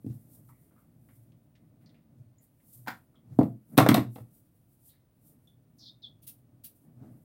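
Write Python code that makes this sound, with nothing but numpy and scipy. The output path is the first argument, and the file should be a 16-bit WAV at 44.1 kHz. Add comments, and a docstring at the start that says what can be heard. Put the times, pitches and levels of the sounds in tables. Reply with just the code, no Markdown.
"""Bottle and cap at a desk

A glass bottle and its cap are handled at a wooden desk in a small furnished room, over a low wavering rumble.
Knocks ring the desk top's modes and add a woody clack and bursts of noise; the cap slips off in dying rattles.
Hands and sleeves rustle in strokes of noise, and small ticks and peeps are scratches in narrow resonances.
Thin chirps are whistles with a rasp around them, and the pump's puffs are short bursts of bright hiss."""
import sys
import numpy as np
from scipy import signal
from scipy.fft import rfft, irfft, next_fast_len
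from scipy.io import wavfile

SR = 44100
rng = np.random.default_rng(int(sys.argv[2]) if len(sys.argv) > 2 else 0)


def wav_record(signal):
    """Record a signal, one row per channel, as 16-bit PCM in the file named by sys.argv[1]."""
    frames = np.transpose(np.atleast_2d(signal))
    bounded = np.clip(frames, -1, 1)
    # unit amplitude maps onto the largest positive 16-bit level
    quanta = np.round(bounded * 32767).astype(np.int16)
    wavfile.write(sys.argv[1], SR, quanta)


def voltage_ratio(decibels):
    """Convert decibels (scalar or array-like) to amplitude ratios, 20 dB per decade."""
    exponent = np.asarray(decibels, float) / 20
    return 10 ** exponent


N = 319266   # length in samples


def rms_one(x):
    """Scale a sound so that its rms, a kind of average strength, is 1."""
    return x / np.sqrt(np.mean(x ** 2) + 1e-20)


def in_time(rows):
    """Join the points of a table with straight lines and give each column sample by sample."""
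    s, *columns = np.transpose(rows)
    return [np.interp(np.arange(N) / SR, s, column) for column in columns]


def while_on(rows, release_s=0.0025):
    """One between the first and last time of a table, zero outside, with sloping edges."""
    t = np.arange(N) / SR
    inside_s = np.minimum(t - rows[0][0], rows[-1][0] - t)
    return np.clip(1 + inside_s / release_s, 0, 1)


def at_hz(points, hz):
    """Read a table between its points, on a log-frequency axis."""
    table_hz, values = np.array(points).T
    return np.interp(np.log(np.maximum(hz, 1)), np.log(table_hz), values)


def coloured(spectrum):
    """Noise shaped to the given spectrum, with rms 1."""
    size = next_fast_len(N)
    shape = voltage_ratio(at_hz(spectrum, np.fft.rfftfreq(size, 1 / SR)))
    white = rng.standard_normal(size)
    return rms_one(irfft(rfft(white) * shape, size)[:N])


def drift(rate_hz):
    """Smooth random wandering with rms 1, made of noise with its faster changes filtered away."""
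    r = np.exp(-2 * np.pi * rate_hz / SR)
    wander = signal.lfilter([1], [1, -2 * r, r * r], rng.standard_normal(N + SR))
    return rms_one(wander[SR:])   # the first second lets the filter settle


def resonance(x, hz, width_hz):
    """One resonance: it passes sound near its pitch, with gain 1 on top."""
    r = np.exp(-np.pi * max(width_hz, 10) / SR)
    turn = 2 * np.pi * hz / SR
    return signal.lfilter([(1 - r * r) / 2, 0, (r * r - 1) / 2], [1, -2 * r * np.cos(turn), r * r], x)


def dull(x, cut_hz):
    """Take away the treble with a steep low-pass."""
    return signal.sosfilt(signal.butter(4, cut_hz, fs=SR, output="sos"), x)


def dying(times, level_db, t60):
    """Gain that rises within about a millisecond at each blow and dies by 60 dB in t60 seconds."""
    clicks = np.zeros(N)
    clicks[(times * SR).astype(int)] = voltage_ratio(level_db)
    fall = signal.lfilter([1], [1, -voltage_ratio(-60 / (t60 * SR))], clicks + 1e-18)
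    return signal.lfilter([.025], [1, -.975], fall)   # softens the start


def strokes(times, peak_db, swell_s, fade_s):
    """Gain over time of separate strokes, each swelling to its peak and fading."""
    drop_db = 23      # loss one swell before the peak and one fade after it
    roundness = 1.2   # 1 is a pointed peak, 2 a round one
    out, t = np.zeros(N), np.arange(N) / SR
    for s, level_db, before, after in zip(times, peak_db, swell_s, fade_s):
        near = slice(max(int((s - 3 * before) * SR), 0), int((s + 3 * after) * SR))
        away = np.maximum((s - t[near]) / before, (t[near] - s) / after)
        out[near] += voltage_ratio(level_db - drop_db * away ** roundness)
    return out


def low_rumble():
    """Bands of noise for hum, rumble and scuff, which waver and swell when the desk is pushed or shaken."""
    # Slow level of the low room sound. Each row: time in seconds, hum level in dB, rumble level in dB.
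    low_bed = [(0, -72, -64), (.42, -62, -64), (.85, -73.5, -68.5), (1.1, -57.5, -65.5), (1.3, -58.5, -67),
               (1.55, -73, -69.5), (1.87, -60.5, -64), (2.02, -82, -69), (2.19, -53, -64),
               (2.57, -86, -76.5), (2.82, -53.5, -63), (3.2, -82, -70), (3.68, -74, -71), (4.3, -68, -70.5),
               (4.73, -67.5, -84), (5, -81, -88), (5.23, -68, -68.5), (6.6, -66, -65.5), (6.9, -79, -67.5)]
    # The desk is pushed, brushed or left shaking by knocks. Each row: time of the peak in seconds,
    # hum level in dB, rumble level in dB, swell in seconds, fade in seconds.
    leans = [(.11, -38, -64, 0.071, 0.093), (3.33, -43.5, -54.5, 0.097, 0.16),
             (3.745, -65, -45, .045, 0.045), (4.009, -32, -51, .06, 0.11), (4.21, -43.5, -58, 0.044, 0.062),
             (7.04, -44.5, -49.5, .1, 0.17)]
    # Noise colours. Each row: frequency in Hz, relative level in dB per Hz.
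    hum_tone = [(30, -60), (95, -16), (120, 0.5), (150, -14.5), (300, -63)]   # lowest mode of the desk
    rumble_tone = [(94, -30.5), (160, 1.5), (188, -10), (231, -2.5), (259, -7.5), (318, -9), (366, -26.5),
                   (420, -19), (550, -46.5), (920, -120)]
    scuff_tone = [(240, -34.5), (400, -5), (615, 1.5), (996, -14), (1250, -14.5), (2250, -24.5),
                  (2500, -28), (3250, -38.5), (5500, -120)]
    waver_hz, hum_waver_db, rumble_waver_db = 6, 2, 2.5
    scuff_db = -14.5   # scuff level against the rumble

    s, hum_db, rumble_db, swell_s, fade_s = np.transpose(leans)
    bed_hum_db, bed_rumble_db = in_time(low_bed)
    bed_hum = voltage_ratio(bed_hum_db + hum_waver_db * drift(waver_hz))
    bed_rumble = voltage_ratio(bed_rumble_db + rumble_waver_db * drift(waver_hz))
    pushed_hum = strokes(s, hum_db, swell_s, fade_s)
    pushed_rumble = strokes(s, rumble_db, swell_s, fade_s)
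    hum = coloured(hum_tone) * (bed_hum + pushed_hum)
    rumble = coloured(rumble_tone) * (bed_rumble + pushed_rumble)
    scuff = coloured(scuff_tone) * voltage_ratio(scuff_db) * (bed_rumble + pushed_rumble)
    return hum + rumble + scuff


def hiss():
    """Steady noise, strongest in the bass."""
    # Colour of the hiss. Each row: frequency in Hz, relative level in dB per Hz.
    hiss_tone = [(18, -45.5), (30, -15), (112, -0.5), (139, -2), (190, -9), (291, -8.5), (409, -20.5),
                 (625, -20), (835, -27), (1420, -33.5), (7670, -43.5), (8760, -36.5), (14100, -43),
                 (15200, -31), (16500, -43.5)]
    return voltage_ratio(-67) * coloured(hiss_tone)


def whine():
    """A thin steady band of high hiss: noise through two equal narrow resonances."""
    hz, width_hz, level_db = 15800, 200, -85.5
    band = resonance(rng.standard_normal(N), hz, width_hz)
    return voltage_ratio(level_db) * rms_one(resonance(band, hz, width_hz))


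def rustle():
    """Cloth and skin slide in strokes of bright noise, over a faint uneven rustle."""
    # Strokes. Each row: time of the peak in seconds, peak level in dB, swell in seconds, fade in seconds.
    slides = [(.15, -68.5, 0.18, 0.2), (.35, -59.5, 0.11, .09), (0.499, -69.5, 0.073, 0.067),
              (.65, -72, 0.22, 0.12), (.81, -76, .1, 0.083), (1.15, -71, 0.32, 0.15),
              (1.82, -80, 0.033, 0.099), (2.43, -66.5, 0.023, 0.074), (2.738, -55.5, 0.12, .14),
              (2.96, -74, 0.23, 0.19), (3.43, -65, 0.091, 0.15), (3.729, -67.5, .09, 0.16),
              (4.155, -59, 0.076, .11), (4.35, -66.5, 0.089, 0.18), (4.56, -78, 0.05, .14),
              (4.73, -75, 0.13, .15), (4.88, -57.5, 0.08, 0.08), (5.28, -63, 0.095, 0.1),
              (5.44, -78.5, .04, 0.12), (5.79, -76.5, 0.065, .15), (6.387, -75.5, 0.046, 0.061),
              (6.764, -68.5, 0.026, 0.056), (7.12, -76.5, 0.1, 0.58)]
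    # Colour of the rustle. Each row: frequency in Hz, relative level in dB per Hz.
    rustle_tone = [(1760, -54), (3000, -24.5), (4380, -22.5), (5620, -18), (6440, -18.5), (8750, -7.5),
                   (12400, -4), (15100, -3), (16200, -10.5), (16500, -30.5)]
    bed = voltage_ratio(-90 + 5 * drift(5.0))
    moving = strokes(*np.transpose(slides)) + bed
    flutter = voltage_ratio(1.2 * drift(40))
    return coloured(rustle_tone) * moving * flutter


def ring(clicks, hz, t60):
    """A mode rings: a unit click starts a sine of height about 1 that dies by 60 dB in t60 seconds."""
    r, turn = voltage_ratio(-60 / (t60 * SR)), 2 * np.pi * hz / SR
    return signal.lfilter([0, np.sin(turn)], [1, -2 * r * np.cos(turn), r * r], clicks + 1e-18)


def struck(modes, times, level_db, spread_db, contact_s):
    """Every blow strikes every mode with a strength of its own; a soft contact spreads the push."""
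    out, luck = 0, rng.standard_normal((len(times), len(modes)))
    for k, (hz, mode_db, t60) in enumerate(modes):
        clicks = np.zeros(N)
        clicks[(times * SR).astype(int)] = voltage_ratio(level_db + mode_db + spread_db * luck[:, k])
        out = out - ring(clicks, hz, t60)
    push = np.hanning(int(contact_s * SR) + 3)
    return np.convolve(out, push / push.sum())[:N]


def rattled(modes):
    """Broad modes kept going by a chattering contact, here plain noise; rms 1."""
    chatter = rng.standard_normal(N)
    return rms_one(sum(voltage_ratio(level_db) * rms_one(resonance(chatter, hz, width_hz))
                       for hz, width_hz, level_db in modes))


def knocks():
    """Blows ring the desk top, with a woody clack and a noisy crack and snap at an uneven contact."""
    # Blows on the desk. Each row: time in seconds, then relative levels in dB from low to high:
    # thud, board, clack, snap.
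    blows = [(0.044, -30.5, -69, -84, -74), (.063, -25.5, -60.5, -75, -62), (.099, -36, -70, -78, -71),
             (3.388, -5.5, -23, -48, -49.5), (3.41, -20, -26.5, -42.5, -63),
             (3.431, -15.5, -38.5, -49, -60), (3.771, -30, -41, -38.5, -46),
             (3.777, -2.5, -20.5, -19.5, -18.5), (3.784, -12.5, -20.5, -19, -31.5),
             (3.799, -8, -23, -22, -32.5), (3.809, -10, -28, -28.5, -42.5), (3.826, -15, -30.5, -32, -49),
             (3.862, -16, -22.5, -23, -40.5), (3.888, -2.5, -22, -17, -22), (3.915, -10, -27.5, -28.5, -45),
             (3.943, -9.5, -20.5, -23.5, -23.5), (3.968, -21, -30, -28.5, -46.5),
             (3.979, -13.5, -36, -33, -46.5), (4.158, -34, -45.5, -50.5, -57),
             (4.182, -39.5, -47, -58, -70), (4.201, -47, -65, -64, -71)]
    # Ringing modes of the desk top. Each row: frequency in Hz, relative level in dB, 60 dB decay in seconds.
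    desk_modes = [(122, -3, 0.25), (152.4, -8.5, 0.2), (201, -15.5, .1), (215, -4, 0.26), (272, 5, 0.042),
                  (269.4, 6.5, 0.072), (306, 3, 0.1), (435, -8, .08)]
    # Upper modes of the desk top. Each row: frequency in Hz, width in Hz, relative level in dB.
    board_modes = [(497, 60, -4.5), (558.4, 140, 0.5), (652, 47, 1), (771, 59, -13.5)]
    # Bottle foot on wood. Each row: frequency in Hz, width in Hz, relative level in dB.
    clack_modes = [(850, 770, -0.5), (1110, 110, 1.5), (1300, 530, -3.5), (1790, 230, -7.5),
                   (1900, 54, -11)]
    # Contact noise colours. Each row: frequency in Hz, relative level in dB per Hz.
    crack_tone = [(1290, -39), (2200, -3.5), (2700, 5), (2980, -5), (3500, 2), (5750, -8), (8000, -13.5),
                  (10400, -44.5), (17600, -120)]
    snap_tone = [(4410, -34.5), (7500, -14.5), (8530, 2), (10400, -7.5), (12000, 2.5), (14200, -1),
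                 (15200, -2), (15900, 1), (16500, -21)]

    s, thud_db, board_db, clack_db, snap_db = np.transpose(blows)
    clack_share = 0.42   # the crack's level lies between those of clack and snap
    crack_db = clack_share * clack_db + (1 - clack_share) * snap_db
    thud = dull(struck(desk_modes, s, thud_db - 14.5, spread_db=4.5, contact_s=.002), 830)
    board = dull(rattled(board_modes) * dying(s, board_db + 3.0, t60=0.05), 990)
    clack = dull(rattled(clack_modes) * dying(s, clack_db, t60=0.056), 2200)
    # crack and snap each have a quick part and a slower tail
    crack_gain = dying(s, crack_db + 6, t60=0.0019) + dying(s, crack_db - 2.5, t60=.03)
    snap_gain = dying(s, snap_db + 2.5, t60=0.011) + dying(s, snap_db - 8.0, t60=0.035)
    crack = coloured(crack_tone) * crack_gain
    snap = coloured(snap_tone) * snap_gain
    uneven = voltage_ratio(2.5 * drift(150))
    return thud + (board + clack + crack) * uneven + snap


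def scratches(table, ring_db, edge_db):
    """A dying scratch of noise in one resonance, with a broad edge at the start and a longer thin ring."""
    out, t = np.zeros(N), np.arange(12000) / SR
    for s, level_db, hz, width_hz, t60 in table:
        scratch = rng.standard_normal(len(t))
        tone = rms_one(resonance(resonance(scratch, hz, width_hz), hz, 2 * width_hz))
        tone = tone * voltage_ratio(-60 * t / max(t60, .01))
        edge = voltage_ratio(edge_db - 60 * t / 0.013) * rms_one(resonance(scratch, 3000, 5000))
        thin = rms_one(resonance(resonance(scratch, 2000, 260), 2000, 500))
        thin = thin * voltage_ratio(ring_db - 60 * t / 0.53)
        attack = np.minimum(t / 0.00062, 1)
        i = int(s * SR)
        out[i:i + len(t)] += voltage_ratio(level_db - 9) * attack * (tone + edge + thin)
    return out


def ticks():
    """Small things tick: short scratches with a clear broad edge."""
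    # Each row: start in seconds, relative level in dB, pitch in Hz, width in Hz, 60 dB decay in seconds.
    small_ticks = [(.489, -47, 1006, 200, 0.094), (.71, -64.5, 1140, 600, 0.14),
                   (.762, -59, 1200, 300, 0.29), (1.087, -58.5, 1300, 890, 0.17),
                   (1.32, -64.5, 2660, 2470, 0.047), (1.553, -59.5, 2160, 2320, 0.094),
                   (1.81, -70.5, 1500, 1500, 0.39), (1.86, -55, 4400, 990, 0.095),
                   (1.893, -60.5, 3560, 1200, 0.084), (1.943, -63, 2310, 1190, 0.2),
                   (2.382, -60.5, 7000, 400, 0.13), (2.6, -67.5, 1900, 1460, 0.087),
                   (3.143, -61, 1200, 204, 0.15), (4.891, -61.5, 3800, 910, 0.31),
                   (4.934, -65.5, 1800, 300, 0.14)]
    return scratches(small_ticks, ring_db=-19, edge_db=-9.5)


def cap():
    """The cap is pulled off its catch: quick slips of plastic on metal, each a dying rattle of noise."""
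    # Slips. Each row: time in seconds, relative level in dB, 60 dB decay in seconds.
    slips = [(2.863, -42, 0.086), (2.872, -21.5, 0.082), (2.88, -15.5, 0.038), (2.9, -30, 0.16)]
    # Colour of the rattle. Each row: frequency in Hz, relative level in dB per Hz.
    cap_tone = [(120, -18.5), (200, -6.5), (279, -5.5), (389, -20.5), (799, -6.5), (961, -0.5),
                (1160, -14.5), (1470, -1), (1870, -8.5), (2800, -23), (3190, -20), (9660, -35),
                (15300, -24), (16500, -42)]
    gain = sum(dying(np.array([s]), level_db - 12.5, max(t60, .005)) for s, level_db, t60 in slips)
    return coloured(cap_tone) * gain


def peeps():
    """Faint short peeps: scratches in one narrow resonance with hardly any thin ring."""
    # Each row: start in seconds, relative level in dB, pitch in Hz, width in Hz, 60 dB decay in seconds.
    faint_peeps = [(3.155, -62, 3310, 350, 0.15), (5.473, -57, 3460, 172.3, .18)]
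    return scratches(faint_peeps, ring_db=-40, edge_db=1)


def chirps():
    """A mostly falling whistle, with rasp made by shaking its strength with noise."""
    # One list of rows per chirp. Each row: time in seconds, pitch in Hz, whistle level in dB, rasp level in dB.
    chirp_curves = [
        [(5.785, 5470, -82, -67), (5.795, 5340, -65, -63), (5.835, 4176, -63, -56), (5.885, 3810, -67, -50),
         (5.897, 3650, -48, -60), (5.92, 3720, -82, -82)],
        [(6.02, 4100, -70, -72), (6.028, 3790, -61.5, -57), (6.045, 3496, -40, -60), (6.062, 3215, -49, -54.5),
         (6.075, 3340, -57, -63)],
    ]
    out = 0
    for rows in chirp_curves:
        hz, whistle_db, rasp_db = in_time(rows)
        wobbling_hz = hz + 50 * drift(146)
        carrier = np.sqrt(2) * np.sin(2 * np.pi * np.cumsum(wobbling_hz) / SR)
        rasp_filter = signal.butter(3, 950, fs=SR, output="sos")   # rasp reaches about 950 Hz to each side
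        rasp = rms_one(signal.sosfilt(rasp_filter, rng.standard_normal(N)))
        out = out + carrier * (voltage_ratio(whistle_db) + voltage_ratio(rasp_db) * rasp) * while_on(rows)
    # a firm lower edge to the sound
    return signal.sosfilt(signal.cheby2(8, 40, 2780, "high", fs=SR, output="sos"), out)


def puffs():
    """Liquid forced through the nozzle: bright hiss that spits a little, sags with the pressure and shuts off."""
    # Puffs of the pump. Each row: start in seconds, length in seconds, level in dB before the sag.
    pump_strokes = [(6.218, 0.03, -58.5), (6.265, 0.031, -44), (6.635, 0.028, -44)]
    # Colour of the spray. Each row: frequency in Hz, relative level in dB per Hz.
    puff_tone = [(760, -37), (1300, -23), (2280, -22), (2460, -14.5), (3850, -10.5), (7510, -14.5),
                 (8360, -6.5), (11400, 0), (15200, -0.5), (16000, 1), (16500, -19)]
    attack_s, sag_db_per_s, extra_release_db_per_s = 0.014, 113, 800
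    t, gain = np.arange(N) / SR, 0
    for s, length_s, level_db in pump_strokes:
        since = np.maximum(t - s, 0)
        after_end = np.maximum(since - length_s, 0)
        loss_db = sag_db_per_s * since + extra_release_db_per_s * after_end
        gain = gain + np.minimum(since / attack_s, 1) * voltage_ratio(level_db - loss_db)
    spit = voltage_ratio(1.33 * drift(300))
    return coloured(puff_tone) * gain * spit


def room(x):
    """Diffuse echoes: octave bands of noise, each dying at its own pace, after a short gap."""
    # Echo decay of the room. Each row: frequency in Hz, time to die by 60 dB in seconds.
    room_t60 = [(100, 0.27), (300, 0.28), (1000, 0.17), (3000, 0.2), (8000, 0.18), (15000, 0.19)]
    t, tail = np.arange(SR // 2) / SR, 0
    onset = np.clip((t - .003) / 0.0026, 0, 1)
    for low in 62.5 * 2. ** np.arange(8):
        octave = signal.butter(2, [low, 2 * low], "band", fs=SR, output="sos")
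        band = signal.sosfilt(octave, rng.standard_normal(len(t)))
        band = band * voltage_ratio(-60 * t / at_hz(room_t60, low * np.sqrt(2))) * onset
        tail = tail + band * np.sqrt(low / np.sum(band ** 2) / 16000)   # energy in step with bandwidth
    return voltage_ratio(-7) * signal.fftconvolve(x, tail)[:N]


def scene():
    """Everything handled, and the chirps and peeps, come direct and through the room over the background."""
    background = low_rumble() + hiss() + whine() + rustle()
    direct = knocks() + ticks() + cap() + peeps() + chirps() + puffs()
    events = direct + room(direct)
    # small things radiate no deep bass
    events = signal.sosfilt(signal.cheby2(8, 55, 72, "high", fs=SR, output="sos"), events)
    return (events + background)[None]


def band_limit(x):
    """A steep low-pass at the top of the band."""
    return signal.sosfilt(signal.butter(12, 17140, fs=SR, output="sos"), x)


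def record(dry):
    """The loudest peaks are rounded and the top of the band is cut."""
    rounded = .95 * np.tanh(dry / .95)
    mix = signal.sosfilt(signal.cheby2(10, 30, 16500, fs=SR, output="sos"), rounded)
    return band_limit(mix)


dry = scene()
out = record(dry)
wav_record(out)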